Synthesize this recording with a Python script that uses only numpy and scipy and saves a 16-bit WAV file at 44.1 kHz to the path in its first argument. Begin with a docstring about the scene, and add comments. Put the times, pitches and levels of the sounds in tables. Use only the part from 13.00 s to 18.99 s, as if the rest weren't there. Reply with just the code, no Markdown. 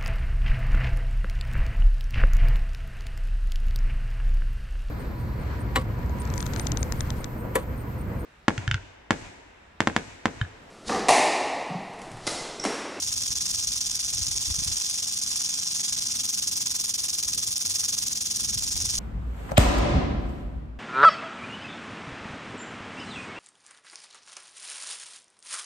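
"""A dry, fierce buzz runs throughout: a coiled rattlesnake shaking its tail, close to the microphone.
About 22 sweeps a second each throw a shower of tiny pings between the hollow horn segments, with hard catches
and single snaps standing out. Dry leaf litter under the tail scatters the buzz as a fine hiss.
Light gusts and low thumps buffet the two microphone ports, as noise and short pulses.
Beneath lie a low outdoor rumble and a faint far drone, both of coloured noise."""
import sys
import numpy as np
from scipy import signal
from scipy.fft import rfft, irfft, next_fast_len
from scipy.io import wavfile
from scipy.ndimage import uniform_filter1d, map_coordinates

SR = 44100
rng = np.random.default_rng(int(sys.argv[2]) if len(sys.argv) > 2 else 0)


def output_pcm(signal):
    """Save a mono or channel-first signal as 16-bit PCM at the path in sys.argv[1].

    Samples are clipped to [-1, 1] before scaling.
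    """
    pcm = np.clip(np.atleast_2d(signal).T, -1, 1) * 32767
    wavfile.write(sys.argv[1], SR, np.round(pcm).astype(np.int16))


N = 264159

# the tail's pace: time_s, pace_sweeps_per_s
TAIL_PACE = [(0.0, 19.25), (0.1, 21.2), (0.4, 20.77), (0.5, 23.21), (0.9, 21.29), (1.0, 22.4), (1.1, 21.26),
             (1.2, 23.56), (1.3, 19.76), (1.5, 22.79), (1.8, 23.29), (2.0, 21.58), (2.3, 20.81),
             (2.4, 23.19), (2.6, 22.5), (2.8, 23.34), (3.0, 22.02), (3.1, 22.63), (3.4, 21.45),
             (3.8, 21.65), (4.0, 19.97), (4.1, 20.98), (4.3, 19.93), (4.5, 22.83), (4.6, 20.78),
             (4.7, 22.0), (4.9, 21.38), (5.0, 22.55), (5.2, 20.31), (5.4, 22.17), (5.7, 21.87),
             (6.0, 23.62)]
# how far the rattle settles between sweeps: time_s, depth_multiple (of the sweep shape below)
SWING_DEPTH = [(0, .95), (1.7, .85), (2.1, .95), (2.6, .85), (3.1, .95), (3.3, 1.5), (5.0, 1.5), (5.6, 1.3),
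               (6, .95)]
# force through one sweep of the tail: phase_cycles, strength_db
SWEEP_SHAPE = [(0, -3), (.14, 0), (.28, 2.9), (.56, 2.3), (.8, -3.3), (.92, -4.6), (1, -3)]
# hard catches, where loose segments land together: landing_s, force_after_db, force_before_db
# (both relative to the rms force; the one before is mostly a hush)
HARD_CATCHES = [(0.022, 5, -9), (0.353, -1, -14), (0.406, 3.0, -8.0), (0.541, 4, -2), (0.671, 6, -7),
                (0.807, 8, -9), (0.991, 2, -12), (1.128, 4, -8.0), (1.311, 5.0, -7), (1.674, 8, -3),
                (2.023, 3, -10), (2.215, 3.0, -11), (2.83, -3.0, -12), (2.925, 13, -8), (3.104, -1, -3),
                (3.234, 0, -12), (3.288, 4, -4.0), (3.328, 1.5, -9), (3.422, 7, -6.5), (3.513, 3.0, -10),
                (3.606, 3, -5.0), (3.657, 3, -12), (3.754, 27, 3), (3.839, 6, -7.0), (3.939, 6, -17),
                (3.979, 2.0, -15), (4.129, 2, -7.0), (4.228, 12, -10), (4.279, 6, -5), (4.376, 7, -9),
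                (4.426, 5.0, -3.0), (4.651, 4.0, -8.0), (4.883, 11, -7.0), (4.938, 17, 12),
                (5.021, 5, -4.0), (5.208, 15, -7), (5.256, 5, -2), (5.442, 17, 2), (5.487, 2.5, -4.0),
                (5.574, 4.0, -12), (5.851, 11, -2), (5.936, 0, -4)]
# single hard snaps that stand out of the buzz: time_s, strength_db (the strongest is its peak over the rms buzz)
SINGLE_SNAPS = [(2.088, 14), (4.19, 19), (4.388, 16), (4.429, 9), (4.651, -8), (4.662, 22), (4.893, 11)]
# ring of the horn segments: frequency_hz, relative_level_db_per_hz
SHELL_RING = [(200, -38), (600, -27), (950, -22.3), (1900, -26.2), (2550, -21.7), (2900, -21),
              (3550, -11.3), (4000, -11.3), (4300, -8.6), (4680, -4.3), (4980, -6.3), (5800, 0),
              (6700, -4.3), (7250, -3.8), (7850, -11.2), (9200, -7.7), (10300, -13.2), (12600, -8),
              (15500, -16)]
# ring of the small tip segments: frequency_hz, relative_level_db_per_hz
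TIP_RING = [(200, -77), (5000, -47), (8000, -3), (9500, 15), (12500, -4), (15500, -1)]
# how much of the rattle the leaves scatter: frequency_hz, level_db (relative to the direct sound)
LEAF_SCATTER = [(500, -1), (1000, -6.5), (1800, -9), (2400, -1.5), (3300, -1), (5000, -4), (5600, -10),
                (7100, -6.5), (7900, -1.5), (9000, -4.5), (10400, -3.5), (12500, -13)]
# the rattle at the two microphone ports: frequency_hz, left_minus_right_db
PORT_BALANCE = [(200, 3), (600, 7), (1000, -1.5), (1900, -2.5), (2400, -10), (3400, -12), (4250, 4.5),
                (4650, 1), (4950, -6), (5400, 0)]
# phase between the ports: frequency_hz, left_lead_rad
PORT_LEAD = [(200, 0), (600, -1.5), (1300, -.9), (2550, .6), (3300, -2.8), (4100, -2.4), (4400, -3.8),
             (4850, -3), (5060, .4), (6600, .5), (8000, 1.7), (9500, 2.1), (11500, np.pi)]
# puffs of wind on the microphone: start_s, length_s, level_db
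WIND_PUFFS = [(0, 1.13, -51), (0.526, 0.12, -56), (1.173, 0.25, -45.5), (1.492, 0.23, -42),
              (4.275, 0.22, -51), (4.697, 0.4, -59.5), (5.43, 0.31, -42.5), (5.798, 0.38, -41)]
# colour of the wind buffeting: frequency_hz, relative_level_db_per_hz
BUFFET_COLOUR = [(20, -36), (46, 1.5), (72, -1), (140, -12), (200, -19.5), (400, -25), (800, -62)]
# the strongest eddies at the microphone: time_s, pitch_hz, peak_db
EDDIES = [(0.591, 90, -37), (1.159, 65, -39), (1.202, 130, -39), (1.221, 75, -30), (1.288, 118, -34),
          (1.31, 64.7, -35), (1.485, 80, -33), (1.501, 159, -35), (1.516, 70, -26.5), (1.589, 136, -28.5),
          (1.622, 110, -34), (1.62, 251, -35), (1.666, 136, -34), (1.685, 85, -31), (1.715, 83.6, -38),
          (5.457, 110, -39), (5.566, 108, -34), (5.812, 100, -36.5), (5.881, 80.4, -31.5)]
# colour of the outdoor background: frequency_hz, relative_level_db_per_hz
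AIR_COLOUR = [(20, -37), (36, -13), (55, -2.5), (100, 0), (150, -7.5), (230, -5.5), (330, -13), (600, -22),
              (1200, -47), (4000, -12.5), (15000, -85)]
# background level: time_s, level_db
RUMBLE_LEVEL = [(0, -50.5), (1, -50.5), (2, -53.5), (2.8, -54), (2.92, -51.5), (4.2, -51), (6, -48)]
# colour of a far drone: frequency_hz, relative_level_db_per_hz
DRONE_COLOUR = [(80, -29), (165, -2.5), (240, -7), (330, -14), (600, -44)]
# the drone swells, fades and swells again: time_s, level_db
DRONE_LEVEL = [(1.8, -65.5), (2.6, -56), (3.6, -55.5), (4.4, -65), (5.3, -55.5)]

RATTLE_DB, DB_PER_SWEEP = -28, 0.25  # level at the mean pace and swing 1; dB per extra sweep a second
SWING_DB = 0.34  # extra level, dB per unit of swing depth
LIMP_CYCLES = 0.0037  # left and right sweeps are a little unequal
FLIGHT_S, CATCH_S, LANDING_S = 0.012, 0.0098, 0.0016  # before a catch; the catch; segments not landing quite at once
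# dull knocks early in each sweep: rise and fall of their level, phase of the peak in cycles, upper edge
EARLY_DB, EARLY_PEAK, HOLLOW_HZ = 1.93, 0.13, 2460
BRIGHT_DB, BRIGHT_HZ = 5.5, 9700  # wider swings clash brighter: dB per unit of swing; lower edge of that treble
GUST_RISE_S, GUST_FALL_S = 0.072, 0.087  # each puff builds before its start and dies after its end
LOW_CUT_HZ, TOP_HZ = 32, 15800  # microphone bass roll-off and band limit


def snake(wander_db=0.43):
    """The direct and the scattered rattle reach two microphone ports of unlike colour and phase."""
    phase = sweep_phase()
    force = shaking(phase)
    sides = np.array([[.5], [-.5]])
    direct = filtered(rattle(force), lambda hz: np.exp(1j * sides * along(PORT_LEAD, hz)))
    scattered = filtered(leaves(force), lambda hz: amp(along(LEAF_SCATTER, hz)))

    def ports(hz):
        """Port balance; scattering shares out the sound's energy without adding to it."""
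        return amp(sides * along(PORT_BALANCE, hz)) / np.hypot(1, amp(along(LEAF_SCATTER, hz)))

    heard = filtered(stroke_colour(direct + scattered, phase), ports)
    pace = curve(TAIL_PACE)
    effort_db = RATTLE_DB + DB_PER_SWEEP * (pace - pace.mean())
    effort_db = effort_db + SWING_DB * (curve(SWING_DEPTH) - 1) + wander_db * wobble(4.6)
    return amp(effort_db) * levelled(heard, 2 / pace.mean())


def sweep_phase():
    """How far the tail is through its present sweep, 0-1, from its summed and slightly unsteady pace."""
    cycle = .72 + np.cumsum(curve(TAIL_PACE)) / SR + .008 * wobble(27)
    return (cycle - LIMP_CYCLES * np.cos(np.pi * cycle)) % 1


def shaking(phase, ceiling_db=6):
    """Force on the segments: it swells in every sweep, up to what their joints allow, with evened energy."""
    sweep_s = 1 / np.mean(curve(TAIL_PACE))
    sweep_db = curve(SWING_DEPTH) * np.interp(phase, *np.transpose(SWEEP_SHAPE))
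    force = catches(unit(amp(sweep_db) * levelled(tumbles(), sweep_s / 2)))
    force = force / (1 + (force / amp(ceiling_db)) ** 4) ** .25
    return levelled(force, sweep_s)


def tumbles(count=1200, irregular=.45, spread_db=0.2, width=0.0015, between_db=-12, size=512):
    """The segments land in groups, a few milliseconds apart: separate bursts with quiet gaps, rms 1."""
    t = np.arange(-size, size + 1) / SR
    gaps, strengths = rng.standard_normal((2, count))
    gaps = np.exp(irregular * np.clip(gaps, -2, 2))
    start = ((np.cumsum(gaps) - gaps) / gaps.sum() * N).astype(int)
    blows = np.bincount(start, amp(spread_db * strengths) ** 2, N)
    power = abs(signal.fftconvolve(blows, np.exp(-abs(t) / width), "same"))
    return unit(np.sqrt(power / power.mean() + amp(between_db) ** 2))


def catches(force):
    """The segments fly free for a moment, then land together: the force steps between two levels."""
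    force = force.copy()
    for landing_s, after_db, before_db in HARD_CATCHES:
        t = np.arange(N) / SR - landing_s
        close = abs(t) < .05
        t = t[close]
        near = np.exp(-(t / np.where(t < 0, FLIGHT_S, CATCH_S)) ** 4)
        landed = (1 + np.tanh(t / LANDING_S)) / 2
        caught = (1 - landed) * amp(before_db) + landed * amp(after_db)
        force[close] = (1 - near) * force[close] + near * caught
    return force


def rattle(force, knock_db=-4, tick_db=-10):
    """Hard knocks among many light touches ring the hollow segments; the tip adds small bright ticks."""
    touches = collisions(count=45000, spread_db=1.0, life=0.00024, scatter=2)
    knocks = collisions(count=6000, spread_db=1.5, life=.00005, scatter=.3)
    ticks = collisions(count=1800, spread_db=6.0, life=.00005, scatter=2.3)
    shell = unit(ring(force * (touches + amp(knock_db) * knocks), SHELL_RING))
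    tip = unit(ring(force * ticks, TIP_RING))
    return shell + snaps() + amp(tick_db) * tip


def collisions(count, spread_db, life, scatter, size=64):
    """Tiny decaying pings in an uneven chain (scatter in mean gaps), each of its own strength and pitch."""
    t = np.arange(size) / SR
    place = np.arange(count) + scatter * rng.standard_normal(count)
    start = (place * N / count).astype(int) % N
    pitch_hz = rng.uniform(0, TOP_HZ, (count, 1))
    angle = rng.uniform(0, 2 * np.pi, (count, 1))
    strength = amp(spread_db * np.clip(rng.standard_normal((count, 1)), -3, 2))
    pings = strength * np.sin(2 * np.pi * pitch_hz * t + angle) * t * np.exp(-t / life)
    return unit(np.bincount((start[:, None] + np.arange(size)).ravel(), pings.ravel(), N)[:N])


def snaps():
    """Now and then one segment hits its neighbour squarely: a single impulse rings the shell."""
    blows = np.zeros(N)
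    for time_s, strength_db in SINGLE_SNAPS:
        blows[round(time_s * SR)] = amp(strength_db)
    rung = ring(blows, SHELL_RING)
    return rung * blows.max() / abs(rung).max()


def leaves(force, linger=0.00021):
    """The litter blurs the collisions into a fine hiss that trails them, different at each port."""
    fade = np.exp(-np.arange(SR // 50) / SR / linger)
    trail = np.sqrt(abs(signal.fftconvolve(force ** 2, fade)[:N]))
    return unit(np.array([ring(trail * hiss, SHELL_RING) for hiss in rng.standard_normal((2, N))]))


def stroke_colour(x, phase):
    """Dull knocks are strongest early in each sweep and weakest half a cycle on; wide swings are brightest."""
    hollow = filtered(x, lambda hz: 1 / (1 + (hz / HOLLOW_HZ) ** 6))
    treble = x - filtered(x, lambda hz: 1 / (1 + (hz / BRIGHT_HZ) ** 16))
    early = amp(EARLY_DB * np.cos(2 * np.pi * (phase - EARLY_PEAK)))
    bright = amp(BRIGHT_DB * (curve(SWING_DEPTH) - 1.5))
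    return x + (early - 1) * hollow + (bright - 1) * treble


def wind(lump_db=3.5):
    """Light gusts rise, hold and fall, fluttering on the two ports almost independently."""
    gusts = 0
    for start_s, length_s, level_db in WIND_PUFFS:
        end_s = start_s + length_s
        puff = [(start_s - GUST_RISE_S, 0), (start_s, 1), (end_s, 1), (end_s + GUST_FALL_S, 0)]
        gusts = gusts + amp(level_db) * curve(puff)
    return gusts * amp(lump_db * wobble(30)) * levelled(stereo_noise(BUFFET_COLOUR, alike=0.028), span=0.058)


def thumps(cycles=0.59):
    """A large eddy pushes and pulls on each port: a sine under a bell-shaped swell about a cycle long."""
    t = np.arange(N) / SR
    angles = rng.uniform(0, 2 * np.pi, (len(EDDIES), 1, 1))
    angles = angles + .5 * rng.standard_normal((len(EDDIES), 2, 1))  # the ports differ a little
    total = 0
    for (time_s, pitch_hz, peak_db), angle in zip(EDDIES, angles):
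        swell = np.exp(-((t - time_s) * pitch_hz / cycles) ** 2)
        total = total + amp(peak_db) * swell * np.sin(2 * np.pi * pitch_hz * (t - time_s) + angle)
    return total


def outdoors(drift_db=0.96):
    """A soft, uneven rumble and a faint drone from far away, both coloured noise."""
    rumble = amp(curve(RUMBLE_LEVEL) + drift_db * wobble(15)) * stereo_noise(AIR_COLOUR, alike=0.81)
    return rumble + amp(curve(DRONE_LEVEL)) * stereo_noise(DRONE_COLOUR, alike=0.9)


def stereo_noise(spectrum, alike):
    """Coloured noise of rms 1 whose two channels correlate by alike."""
    mid, side = filtered(rng.standard_normal((2, N)), lambda hz: amp(along(spectrum, hz)))
    turn = np.arccos(np.clip(alike, -1, 1)) / 2
    return unit(np.cos(turn) * mid + np.sin(turn) * np.array([side, -side]))


def ring(x, spectrum, size=2048):
    """x through a causal, minimum-phase body with this (Hz, dB) spectrum."""
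    cepstrum = irfft(np.log(amp(along(spectrum, np.fft.rfftfreq(size, 1 / SR)))))
    # folding the cepstrum forward makes the response start at once
    cepstrum[1:size // 2] *= 2
    cepstrum[size // 2 + 1:] = 0
    return signal.fftconvolve(x, irfft(np.exp(rfft(cepstrum))))[:N]


def filtered(x, response):
    """x times a complex response of frequency."""
    m = next_fast_len(N + SR // 2)
    return irfft(rfft(x, m) * response(np.fft.rfftfreq(m, 1 / SR)), m)[..., :N]


def levelled(x, span):
    """x with its power evened out over span seconds."""
    power = uniform_filter1d(np.mean(np.atleast_2d(x) ** 2, axis=0), int(span * SR))
    return x / np.sqrt(abs(power) + 1e-12)


def wobble(rate):
    """A smooth random curve, rate knots a second."""
    return map_coordinates(rng.standard_normal(int(N * rate / SR) + 4), [np.arange(N) * rate / SR])


def curve(rows):
    """(s, value) rows as one value per sample."""
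    return np.interp(np.arange(N) / SR, *np.transpose(rows))


def along(points, hz):
    """(Hz, value) points read on a log axis."""
    f, v = np.transpose(points)
    return np.interp(np.log(hz + 1), np.log(f + 1), v)


def unit(x):
    """x at rms 1."""
    return x / np.sqrt(np.mean(x ** 2) + 1e-20)


def amp(db):
    """Decibels to gain."""
    return 10 ** (np.asarray(db) / 20)


def scene():
    """The snake close by, wind on the microphone, and the open air behind."""
    return snake() + wind() + thumps() + outdoors()


def record(dry):
    """The microphone trims the deepest bass and keeps nothing above its band limit."""
    return filtered(dry, lambda hz: (1 - 1 / (1 + (hz / LOW_CUT_HZ) ** 6)) * (hz < TOP_HZ))


dry = scene()
out = record(dry)
output_pcm(out)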